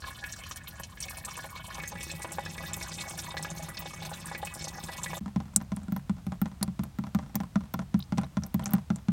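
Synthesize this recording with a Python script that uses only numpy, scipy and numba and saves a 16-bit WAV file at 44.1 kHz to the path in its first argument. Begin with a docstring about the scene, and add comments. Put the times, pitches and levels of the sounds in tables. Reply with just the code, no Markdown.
"""Juice runs from a fruit press into a plastic bucket as a thin stream: bubbles gurgle and spatter in a shallow
pool, the jet drums the bottom and the bucket air rings in its standing waves. The stream sound ends abruptly
and the level dips briefly, then single drops strike the bare bottom: decaying modes, down-sweeping slaps and
noisy splat. Smaller droplets, patter, ticks of spray and a few chirping bubbles follow, with scattered echoes.
Filtered noise makes the distant outdoor rumble and hiss beneath."""
import sys
import numpy as np
from scipy import signal
from scipy.fft import rfft, irfft
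from scipy.io import wavfile
from scipy.ndimage import uniform_filter1d
from numba import njit

SR = 44100
rng = np.random.default_rng(int(sys.argv[2]) if len(sys.argv) > 2 else 0)


def dump(signal):
    """Clip the signal to [-1, 1] and save it as 16-bit WAV at the path in sys.argv[1]."""
    limited = np.clip(np.atleast_2d(signal).T, -1, 1)
    pcm = np.round(limited * 32767).astype(np.int16)
    wavfile.write(sys.argv[1], SR, pcm)


N = 402191

# strength of the stream, a base level for its bubbles: time_s, level_db
FLOW = [(0, -50), (.45, -53.5), (.65, -58), (.95, -61.5), (1.05, -52), (1.7, -50.5), (2.3, -52.5),
        (2.8, -49.5), (3.25, -48.5), (3.35, -56.5), (3.45, -51), (4.15, -51.5), (4.3, -52), (4.75, -53.5),
        (5.19, -44)]
FLOW_END_S = FLOW[-1][0]
# smaller droplets that follow the drops, once as a long string: start_s, slap_db (relative)
DROPLETS = [(5.260, -30), (5.28, -34), (5.403, -28.5), (5.456, -39), (5.481, -44.5), (5.5, -55),
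            (5.536, -43), (5.604, -34), (5.614, -30), (5.769, -29), (5.818, -41), (5.833, -41),
            (5.964, -25.5), (6.167, -41.5), (6.183, -41.5), (6.321, -27.5), (6.458, -26), (6.516, -37),
            (6.835, -28), (7.039, -28), (7.069, -31), (7.189, -25), (7.227, -38), (7.235, -39),
            (7.262, -39), (7.296, -42), (7.403, -23), (7.435, -31.5), (7.608, -34), (7.637, -39),
            (7.656, -40.5), (7.792, -23), (7.819, -35.5), (7.993, -36), (8.175, -26), (8.213, -34),
            (8.221, -37), (8.234, -26.5), (8.423, -38), (8.436, -31.5), (8.463, -38.5), (8.595, -24.5),
            (8.61, -43), (8.624, -33), (8.638, -35.5), (8.659, -30), (8.668, -30.5), (8.693, -32.5),
            (8.708, -36), (8.721, -30), (8.752, -28), (8.765, -32), (8.783, -31), (8.960, -35),
            (8.972, -44), (8.986, -37.5)]


def undb(db):
    """Amplitude ratio of a level in decibels."""
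    return 10 ** (np.asarray(db) / 20)


def unit(x):
    """Normalisation to unit root-mean-square."""
    return x / np.sqrt(np.mean(x ** 2))


@njit
def grains(at, hz, cycles, octaves, rise, size, length):
    """Damped oscillators: sines that rise in `rise` cycles, last `cycles` to -60 dB and glide by `octaves`."""
    out = np.zeros(length)
    for k in range(len(at)):
        span = cycles[k] / hz[k] * SR
        fall = np.exp(-np.log(1000) / span)
        bend = 2 ** (octaves[k] / span)
        grow = np.exp(-hz[k] / SR / rise[k])
        gain, lack, step, phase = size[k], 1., hz[k] / SR, 0.
        for i in range(min(int(span), length - at[k])):
            phase += 2 * np.pi * min(step, .45)
            step, gain, lack = step * bend, gain * fall, lack * grow
            out[at[k] + i] += gain * (1 - lack) * np.sin(phase)
    return out


def play(s, hz, cycles, octaves, db, rise=0.015):
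    """Superposition of damped oscillators, from columns that broadcast to one shape."""
    columns = np.broadcast_arrays(s, hz, cycles, octaves, rise, db)
    s, hz, cycles, octaves, rise, db = (np.ravel(c) * 1. for c in columns)
    at = np.clip(s * SR, 0, N - 1).astype(np.int64)
    return grains(at, hz, cycles, octaves, rise, undb(db), N)


def resonate(x, hz, width_hz):
    """Resonance: a single mode whose bandwidth sets its damping."""
    return signal.lfilter(*signal.iirpeak(hz, hz / width_hz, SR), x)


def band(x, lo_hz, hi_hz):
    """Band-pass filtering between two corner frequencies."""
    return signal.sosfilt(signal.butter(N=2, Wn=[lo_hz, hi_hz], btype="band", fs=SR, output="sos"), x)


def tail(x, t60, lo_hz, hi_hz):
    """Dense scattering: convolution with a fading noise response of unit energy and even colour."""
    t = np.arange(SR // 4) / SR
    spectrum = rfft(rng.standard_normal(len(t)) * 1000. 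** (-t / t60))
    spectrum = spectrum / np.sqrt(uniform_filter1d(np.abs(spectrum) ** 2, size=60))
    response = band(irfft(spectrum)[:SR // 5], lo_hz, hi_hz)
    response = response / np.sqrt(np.sum(response ** 2))
    return signal.fftconvolve(x, response)[:N]


def wander(hold_s):
    """Slow random modulation: normal deviates joined by straight lines."""
    return np.interp(np.arange(N) / SR / hold_s, np.arange(200), rng.standard_normal(200))


def flow(s):
    """Source strength of the stream in dB at times s; practically silent once it has stopped."""
    at, db = np.transpose(FLOW)
    return np.interp(s, at, db, right=-120.)


def gurgles():
    """Bubble resonance: each large trapped bubble rings and glides upward as it rises."""
    # the largest bubbles caught under the stream: start_s, level_db (relative), pitch_hz
    large_bubbles = [(0.041, -17.5, 1510), (0.24, -14.5, 2200), (0.083, -24.5, 1060), (0.437, -18, 2840),
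                     (0.511, -18, 1220), (0.559, -29.5, 1760), (0.799, -21.5, 865), (0.973, -25, 1930),
                     (1.055, -34, 1100), (1.084, -19.5, 2400), (1.085, -43, 1420), (1.107, -24.5, 1080),
                     (1.126, -38, 1760), (1.17, -24, 2260), (1.249, -25, 2150), (1.355, -21, 2520),
                     (1.392, -21, 1700), (1.561, -26, 1130), (1.92, -23.5, 910), (2.218, -21, 2030),
                     (2.275, -25, 900), (2.291, -22.5, 1910), (2.559, -27, 1000), (2.983, -25, 1980),
                     (3.014, -31.5, 1000), (3.109, -25, 780), (3.19, -23, 2010), (3.395, -21, 800),
                     (3.602, -29.5, 800), (3.771, -24, 2200), (3.822, -24, 940), (3.936, -21, 1140),
                     (4.02, -24.5, 816), (4.05, -18, 2650), (4.672, -22.5, 810), (4.784, -21, 830),
                     (4.886, -17.5, 1590), (1.285, -20, 1240), (1.376, -20.5, 1000), (1.443, -21, 825),
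                     (1.783, -18.5, 930), (1.8, -16, 2190), (1.836, -12.5, 1900), (1.956, -20, 1700),
                     (2.008, -14.5, 3100), (2.199, -24.5, 917), (2.246, -13, 925), (2.32, -23.5, 780),
                     (2.3846, -11, 833), (2.461, -16.5, 1630), (2.58, -14.5, 2080), (2.636, -19, 1500),
                     (2.812, -15.5, 2150), (3.343, -19, 750), (3.369, -9.5, 1893), (3.448, -11.5, 1420),
                     (3.685, -21, 1070), (3.857, -19, 780), (4.116, -20.5, 800), (4.315, -18, 890),
                     (4.349, -11, 2160), (4.429, -15, 760), (4.471, -15.5, 2700), (4.892, -18.5, 880),
                     (5.061, -14, 1950), (5.132, -13, 920)]
    s, db, hz = np.transpose(large_bubbles)
    ring = play(s, hz, 8.6, 0.13, db - 11.5, rise=0.14)
    late_ring = play(s + 0.00243, 1.078 * hz, 10.0, 0.19, db - 14.0, rise=0.65)
    # the bead that traps the bubble also knocks, short and broad
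    knock = play(s, 1.85 * hz, 4.9, -0.66, db - 10.0, rise=0.21)
    low_knock = play(s, 460.0, 2.0, 0., db - 17.0, rise=0.22)
    return ring + late_ring + knock + low_knock


def scattered(rows, count, lo_hz, hi_hz, db, scatter_db):
    """Random superposition: listed bubbles plus `count` others, louder where the stream is strong."""
    u = rng.random((count, 3)).T
    s = u[0] * FLOW_END_S
    others = [s, flow(s) + db - scatter_db * u[1], lo_hz * (hi_hz / lo_hz) ** u[2]]
    return np.hstack([np.transpose(rows), others])


def splashes():
    """Size sets pitch in bubble resonance: small surface bubbles ring high, with neighbours in size."""
    # the loudest small bubbles and splashes at the surface: start_s, level_db (relative), pitch_hz
    surface_bubbles = [(0.3242, -19.5, 6600), (0.512, -21, 6050), (0.5598, -17.5, 9300),
                       (0.797, -19, 12300), (1.0032, -15.5, 8500), (1.025, -16, 5650), (1.0964, -16, 12100),
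                       (1.1716, -16.5, 9450), (1.2489, -12.5, 8300), (0.6724, -26, 3750),
                       (0.8345, -22, 6300), (1.3094, -23, 5650), (1.3683, -19.5, 8800), (1.8763, -22, 6800),
                       (2.0297, -15, 9450), (2.1146, -19, 7600), (2.2204, -17, 8640), (2.3191, -15, 9650),
                       (2.453, -26.5, 5300), (2.7331, -14, 7370), (2.7646, -16, 12200), (2.826, -18, 5520),
                       (2.9402, -19.5, 5930), (3.0087, -19, 4130), (3.0959, -18.5, 9000),
                       (3.1757, -17.5, 10100), (3.189, -15, 5600), (3.3723, -20.5, 4170),
                       (3.4268, -17, 7700), (3.5024, -21, 6950), (3.6262, -21.5, 6950),
                       (3.6866, -18.5, 10800), (3.7706, -20, 4440), (4.0238, -23, 3820),
                       (4.0515, -21, 6160), (4.258, -18, 8900), (4.5394, -17.5, 9480), (4.593, -26, 5300),
                       (4.6422, -16, 6130), (4.681, -18.5, 6500), (5.033, -12, 7600), (5.0973, -30, 9200),
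                       (0.2603, -23, 12600), (0.4883, -21, 12800), (0.6794, -16, 12800),
                       (1.054, -25, 15100), (1.8766, -17, 14300), (2.6668, -19, 15000),
                       (3.6257, -26, 14800), (3.7903, -10.5, 15600), (4.0517, -25, 14400),
                       (4.3784, -17, 14700), (4.4533, -23, 14900), (4.8294, -27, 15100), (2.799, -30, 7000),
                       (2.884, -23, 6700), (2.985, -23.5, 3670), (3.859, -26.5, 3700), (3.645, -31, 3720),
                       (5.1332, -29, 6600)]
    s, db, hz = scattered(surface_bubbles, count=48, lo_hz=3730.0, hi_hz=11000.0, db=35.0, scatter_db=28.0)
    ring = play(s, hz, 44.5, 0.023, db - 10.0, rise=0.97)
    near = np.exp(0.3 * rng.standard_normal((len(s), 14)))  # 14 pitch ratios for each splash
    near_s = s[:, None] + 0.015 * rng.random(near.shape) ** 1.4
    near_hz = np.minimum(hz[:, None] * near, .4 * SR)
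    return ring + play(near_s, near_hz, 9.7, 0.99, db[:, None] - 10, rise=0.59)


def swarm(count, size, lo_hz, hi_hz, spread_s, cycles, octaves, scatter_db, db, tilt_db):
    """Clustered bubble resonance: clumps of like size where a bead of the jet lands; tilt_db per octave."""
    u = rng.random((count, 2)).T[..., None]
    v = rng.standard_normal((count, size, 3))
    s = u[0] * FLOW_END_S + spread_s * np.abs(v[..., 0])
    hz = np.minimum(lo_hz * (hi_hz / lo_hz) ** u[1] * np.exp(.12 * v[..., 1]), .4 * SR)
    clump_db = scatter_db * np.clip(v[:, :1, 2], -2, 1.6)
    level_db = flow(s) + db + clump_db + tilt_db * np.log2(hz / lo_hz) + 2.15 * v[..., 2]
    return play(s, hz, cycles, octaves, level_db, rise=0.73)


def bucket_air(water, thick):
    """Standing waves: resonances of the enclosed air, rebalanced as the jet thickens (thick, 0 to 1)."""
    # air modes, gains relative: pitch_hz, width_hz, thin_jet_db, thick_jet_db
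    air_modes = [(559, 22, 0, 3), (647, 36, -0.5, 2), (817, 33, -1.5, 3), (986, 115, -6, 1),
                 (1084, 63, 5, -6), (1456, 34, 4.5, 0), (1690, 39, 7.5, 3.5), (1793, 60, 4, 1),
                 (1963, 13.3, -2, 12), (2231, 18.5, 11, 11), (2550, 23, 3, 4.5), (2644, 33, 3.5, -11.5),
                 (3056, 76, 4.5, -2), (3500, 61, -3, -2.5), (3680, 68, -9, 0.5), (4170, 86, 0, -8),
                 (5330, 105, -13, 0.5), (5610, 160, -1.5, -9), (6350, 51, -8, 2), (6840, 61, -4, -5),
                 (7670, 1770, -9, -5)]
    air = np.zeros(N)
    for hz, width_hz, thin_db, thick_db in air_modes:
        # the jet roams, so each standing wave swells and sinks: 3 dB deviations, 0.1 s apart
        gain_db = thin_db + thick * (thick_db - thin_db) + 3 * wander(.1)
        air += undb(gain_db) * resonate(water, hz, width_hz)
    return air


def drumming(thick):
    """Forced vibration: random kicks of the jet excite the bottom under the pool, harder when it is thick."""
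    # modes of the bottom under the pool, gains relative: pitch_hz, width_hz, level_db
    drum_modes = [(59.4, 14, -33), (90.5, 10.7, -0.5), (161.1, 13.4, 8), (330, 17.4, -7.5), (516, 65, -15),
                  (806, 26, -10), (1000, 69, -29)]
    thin_db, thick_db = -57, -45.5
    kicks = rng.standard_normal(N) * (rng.random(N) < 260 / SR)  # 260 a second on average
    drum = unit(sum(undb(db) * resonate(kicks, hz, width_hz) for hz, width_hz, db in drum_modes))
    return drum * undb(thin_db + thick * (thick_db - thin_db))


def stream():
    """Source and resonator: bubble sounds pass through the bucket air and walls; the jet drums below."""
    water = gurgles() + splashes()
    water = water + swarm(count=1150, size=3, lo_hz=660.0, hi_hz=3400.0, spread_s=.0085, cycles=10.2,
                          octaves=0.41, scatter_db=4.5, db=4.0, tilt_db=0.74)
    water = water + swarm(count=1200, size=9, lo_hz=2860.0, hi_hz=10940.0, spread_s=.009, cycles=10.7,
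                          octaves=0.11, scatter_db=8.0, db=-0.5, tilt_db=3.0)
    water = water + swarm(count=800, size=6, lo_hz=9400.0, hi_hz=17100.0, spread_s=0.006, cycles=7.7,
                          octaves=0.085, scatter_db=11.0, db=5.0, tilt_db=-3.0)
    thickens_s, thickening_s = 1.68, 0.15  # moment and length of the change
    thick = np.clip((np.arange(N) / SR - thickens_s) / thickening_s, 0, 1)
    walls = undb(1.0) * tail(water, 0.047, 624.0, 22000.0)
    return undb(-18.5) * water + undb(7.5) * bucket_air(water, thick) + walls + drumming(thick)


def outdoors():
    """Spectral shaping of random noise: distant rumble and a faint hiss."""
    # noise spectrum, levels relative: pitch_hz, level_db (density per Hz)
    outdoor_spectrum = [(25, -15), (60, 4), (100, 1), (200, -6.5), (400, -25), (800, -21.5), (1600, -28.5),
                        (9000, -36), (10800, -39.5), (16000, -41.5)]
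    hz = np.fft.rfftfreq(N, 1 / SR)
    f, db = np.transpose(outdoor_spectrum)
    colour = undb(np.interp(np.log(hz + 1), np.log(f), db, left=-60.))
    noise = irfft(rfft(rng.standard_normal(N)) * colour, N)
    return undb(-49) * unit(noise)


def blows():
    """Impact strengths: time (s), relative slap dB and thud dB of every drop and droplet."""
    # drops on the bare bottom, levels relative: start_s, slap_db, thud_db
    large_drops = [(5.210, -44, -25.5), (5.361, -23.5, -17), (5.5626, -24, -20), (5.7193, -26, -20.5),
                   (5.883, -35, -28.5), (5.9219, -29, -21), (6.0957, -24.5, -19), (6.267, -29.5, -19),
                   (6.4166, -24.5, -17), (6.612, -33, -27.5), (6.627, -21.5, -23.5), (6.679, -30.5, -25),
                   (6.793, -25, -18), (6.987, -27, -18.5), (7.1483, -19.5, -17), (7.346, -32.5, -28),
                   (7.3548, -19.5, -20), (7.5574, -20.5, -16.5), (7.741, -19, -21), (7.943, -22.5, -15.5),
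                   (8.123, -22.5, -16), (8.1827, -17.5, -16.5), (8.37, -20.5, -16), (8.544, -21.5, -15.5),
                   (8.736, -20.5, -16.5), (8.9031, -22, -16.5), (9.0848, -24, -16.5)]
    s, slap_db = np.transpose(DROPLETS)
    thud_db = slap_db - 0.5
    return np.hstack([np.transpose(large_drops), [s, slap_db, thud_db]])


def strike(s, db, modes, rise, detune, scatter_db):
    """Modal excitation: every blow lands elsewhere, so it wakes the modes a little differently."""
    hz, mode_db, t60 = np.transpose(modes)
    chance = rng.standard_normal((len(s), len(hz), 2))
    blow_hz = hz * (1 + detune * chance[..., 0])
    blow_db = db[:, None] + mode_db + scatter_db * chance[..., 1]
    return play(s[:, None], blow_hz, hz * t60, 0., blow_db, rise=rise)


def patter(s, slap_db):
    """Secondary impacts: five satellites trail each droplet as small knocks that tick."""
    u = rng.random((len(s), 5, 3))
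    at = s[:, None] + 0.0071 + 0.028 * u[..., 0]
    # droplets that slap louder than -23.5 dB shed no louder patter
    db = np.minimum(slap_db, -23.5)[:, None] - 5.5 - 9 * u[..., 2]
    knocks = play(at, 660.0 * 2.4 ** u[..., 1], 3.7, -0.99, db, rise=0.38)
    return knocks + play(at, 5300.0 * 2.25 ** u[..., 1], 9.0, 0., db - 7.0, rise=0.6)


def drops(s, slap_db, thud_db):
    """Dispersion: bending waves arrive treble first, so the slap sweeps down; the bottom swings up last."""
    # modes of the dry bottom, low then high, levels relative: pitch_hz, level_db, t60_s
    thud_modes = [(81, -11, 0.21), (139.8, -13, 0.27), (153, -11, 0.16), (185.6, 0.5, 0.12),
                  (204.5, 3, 0.1), (239.5, -3.5, 0.065), (268, -18, 0.051), (285.3, -20.5, 0.092),
                  (345, -14.5, 0.06), (394, -25.5, 0.04)]
    slap_modes = [(573, -1, 0.08), (652, 6.5, 0.045), (804, 10.5, 0.047), (1003, 9, 0.022),
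                  (1267, 11, 0.017), (1393, 5.5, 0.017), (1694, -1, 0.017)]
    thud = band(strike(s, thud_db + .5, thud_modes, rise=1.4, detune=.007, scatter_db=2.5), 72.5, 360.0)
    spot = np.exp(.1 * rng.standard_normal(len(s)))  # where the drop lands sets the sweep
    sweep = play(s, 2170.0 * spot, 12.0, -1.5, slap_db - 9.5)
    sweep = sweep + play(s + 0.00418, 1226.0 * spot, 15.5, -1.63, slap_db - 7.0, rise=1.0)
    click = play(s, 3520.0, 3.16, 0., slap_db + 0.5, rise=0.167)
    click = click + play(s + 0.00121, 3500.0 * spot, 14.0, 0., slap_db - 15.0, rise=.6)
    ring = strike(s, slap_db - 21.0, slap_modes, rise=0.2, detune=0.029, scatter_db=3.5)
    slap = band(ring + sweep + click, 593.0, 14150.0)
    impacts = slap + patter(*np.transpose(DROPLETS))
    # the film of juice tears differently each time: fresh noise that follows the blows and fades
    fading = signal.lfilter([1 / (0.0047 * SR)], [1, -np.exp(-1 / (0.0011 * SR))], np.abs(impacts))
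    splat = undb(16.5) * fading * band(rng.standard_normal(N), 344.0, 1900.0)
    return thud + impacts + splat + undb(-14.5) * tail(impacts, 0.064, 180.0, 4100.0)


def ticks(blow_s, slap_db):
    """Reflection: each tiny pop clicks, rings briefly and returns as an echo off the wall."""
    # spray popping loudly: start_s, level_db (relative), pitch_hz
    loud_pops = [(5.5618, 0.5, 8100), (5.54, -46, 7500), (5.622, -40, 13500), (5.764, -29.5, 9200),
                 (5.833, -41, 7500), (5.982, -46, 9500), (8.669, -31, 6300), (8.678, -34, 7500),
                 (5.9229, -26, 15200), (5.964, -27, 12700), (6.2666, -37, 10870), (6.416, -18.5, 13900),
                 (6.6288, -11.5, 10100), (6.629, -15, 4540), (6.8368, -27.5, 11500), (7.3552, -11.5, 14300),
                 (7.3556, -24.5, 5800), (7.3558, -29, 7700), (7.408, -39, 15000), (7.068, -49, 12100),
                 (7.1485, -29, 13000), (6.987, -35.5, 14500), (7.7381, -20, 14400), (7.993, -28, 14000),
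                 (8.1806, -27, 5800), (8.215, -40, 9100), (8.244, -60, 8000), (8.436, -25.5, 5650),
                 (8.465, -30, 12400), (8.5428, -20, 13000), (8.6413, -29, 12300), (8.658, -17, 6340),
                 (8.708, -25, 15400), (8.7353, -12, 12800), (8.9595, -28.5, 7500)]
    s, db, hz = np.transpose(loud_pops)
    # every blow also ticks faintly, in proportion to its slap
    faint_hz = 5760 * np.exp(0.16 * rng.standard_normal(len(blow_s)))
    s, db, hz = np.hstack([[s, db, hz], [blow_s, slap_db - 12.5, faint_hz]])
    ring = play(s, hz, 15.5, 0.0504, db + 3.5, rise=0.43)
    click = play(s, 1.08 * hz, 4.7, 0., db - 2.5, rise=0.117)
    echo = play(s + 0.0021, hz, 11.0, 0.0673, db + 0.5, rise=0.46)
    return band(ring + click + echo, 4300.0, 16200.0)


def plips():
    """Rising bubble resonance: bubbles in the puddle chirp upward."""
    # chirping bubbles: start_s, level_db (relative), starting pitch_hz, glide_octaves
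    chirps = [(8.003, -38, 3270, 1.5), (8.025, -36, 3270, 1.9), (8.039, -49, 4200, 1.3),
              (8.058, -60, 6200, .2), (8.243, -46, 3800, .15), (8.635, -41.5, 2800, 1.27),
              (8.66, -38, 2110, 1.35), (9.105, -55, 2670, 1.27)]
    s, db, hz, glide = np.transpose(chirps)
    chirp = play(s, hz, 25.7, glide, db + 12, rise=3.2)
    return chirp + play(s + 0.0032, 1.48 * hz, 30.0, 0.15, db + 3.0, rise=3.4)


def spray(blow_s, slap_db):
    """Diffuse reflection: ticks and chirps followed by a brief scatter."""
    pops = ticks(blow_s, slap_db) + plips()
    return pops + undb(-7.5) * tail(pops, 0.03, 3900.0, 19500.0)


def scene():
    """Linear superposition of all sources; a short silence parts the stream from the drops."""
    t = np.arange(N) / SR
    stream_end_s, gap_s = 5.198, 0.0049
    fade = np.clip((stream_end_s - t) / 0.02, 0, 1)
    # the outdoors is silent through the gap, with a 2.9 ms ramp on either side
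    gap = np.clip((np.abs(t - stream_end_s - gap_s / 2) - gap_s / 2) / 0.0029, 0, 1)
    s, slap_db, thud_db = blows()
    mix = stream() * fade + outdoors() * gap + drops(s, slap_db, thud_db) + spray(s, slap_db)
    return mix[None]


def record(dry):
    """Saturation and band limiting: loud peaks are rounded and the treble above 16.3 kHz is cut steeply."""
    rounded = 1.5 * np.tanh(dry / 1.5)
    return .98 * signal.sosfilt(signal.ellip(10, .2, 70, 16300, fs=SR, output="sos"), rounded)


dry = scene()
out = record(dry)
dump(out)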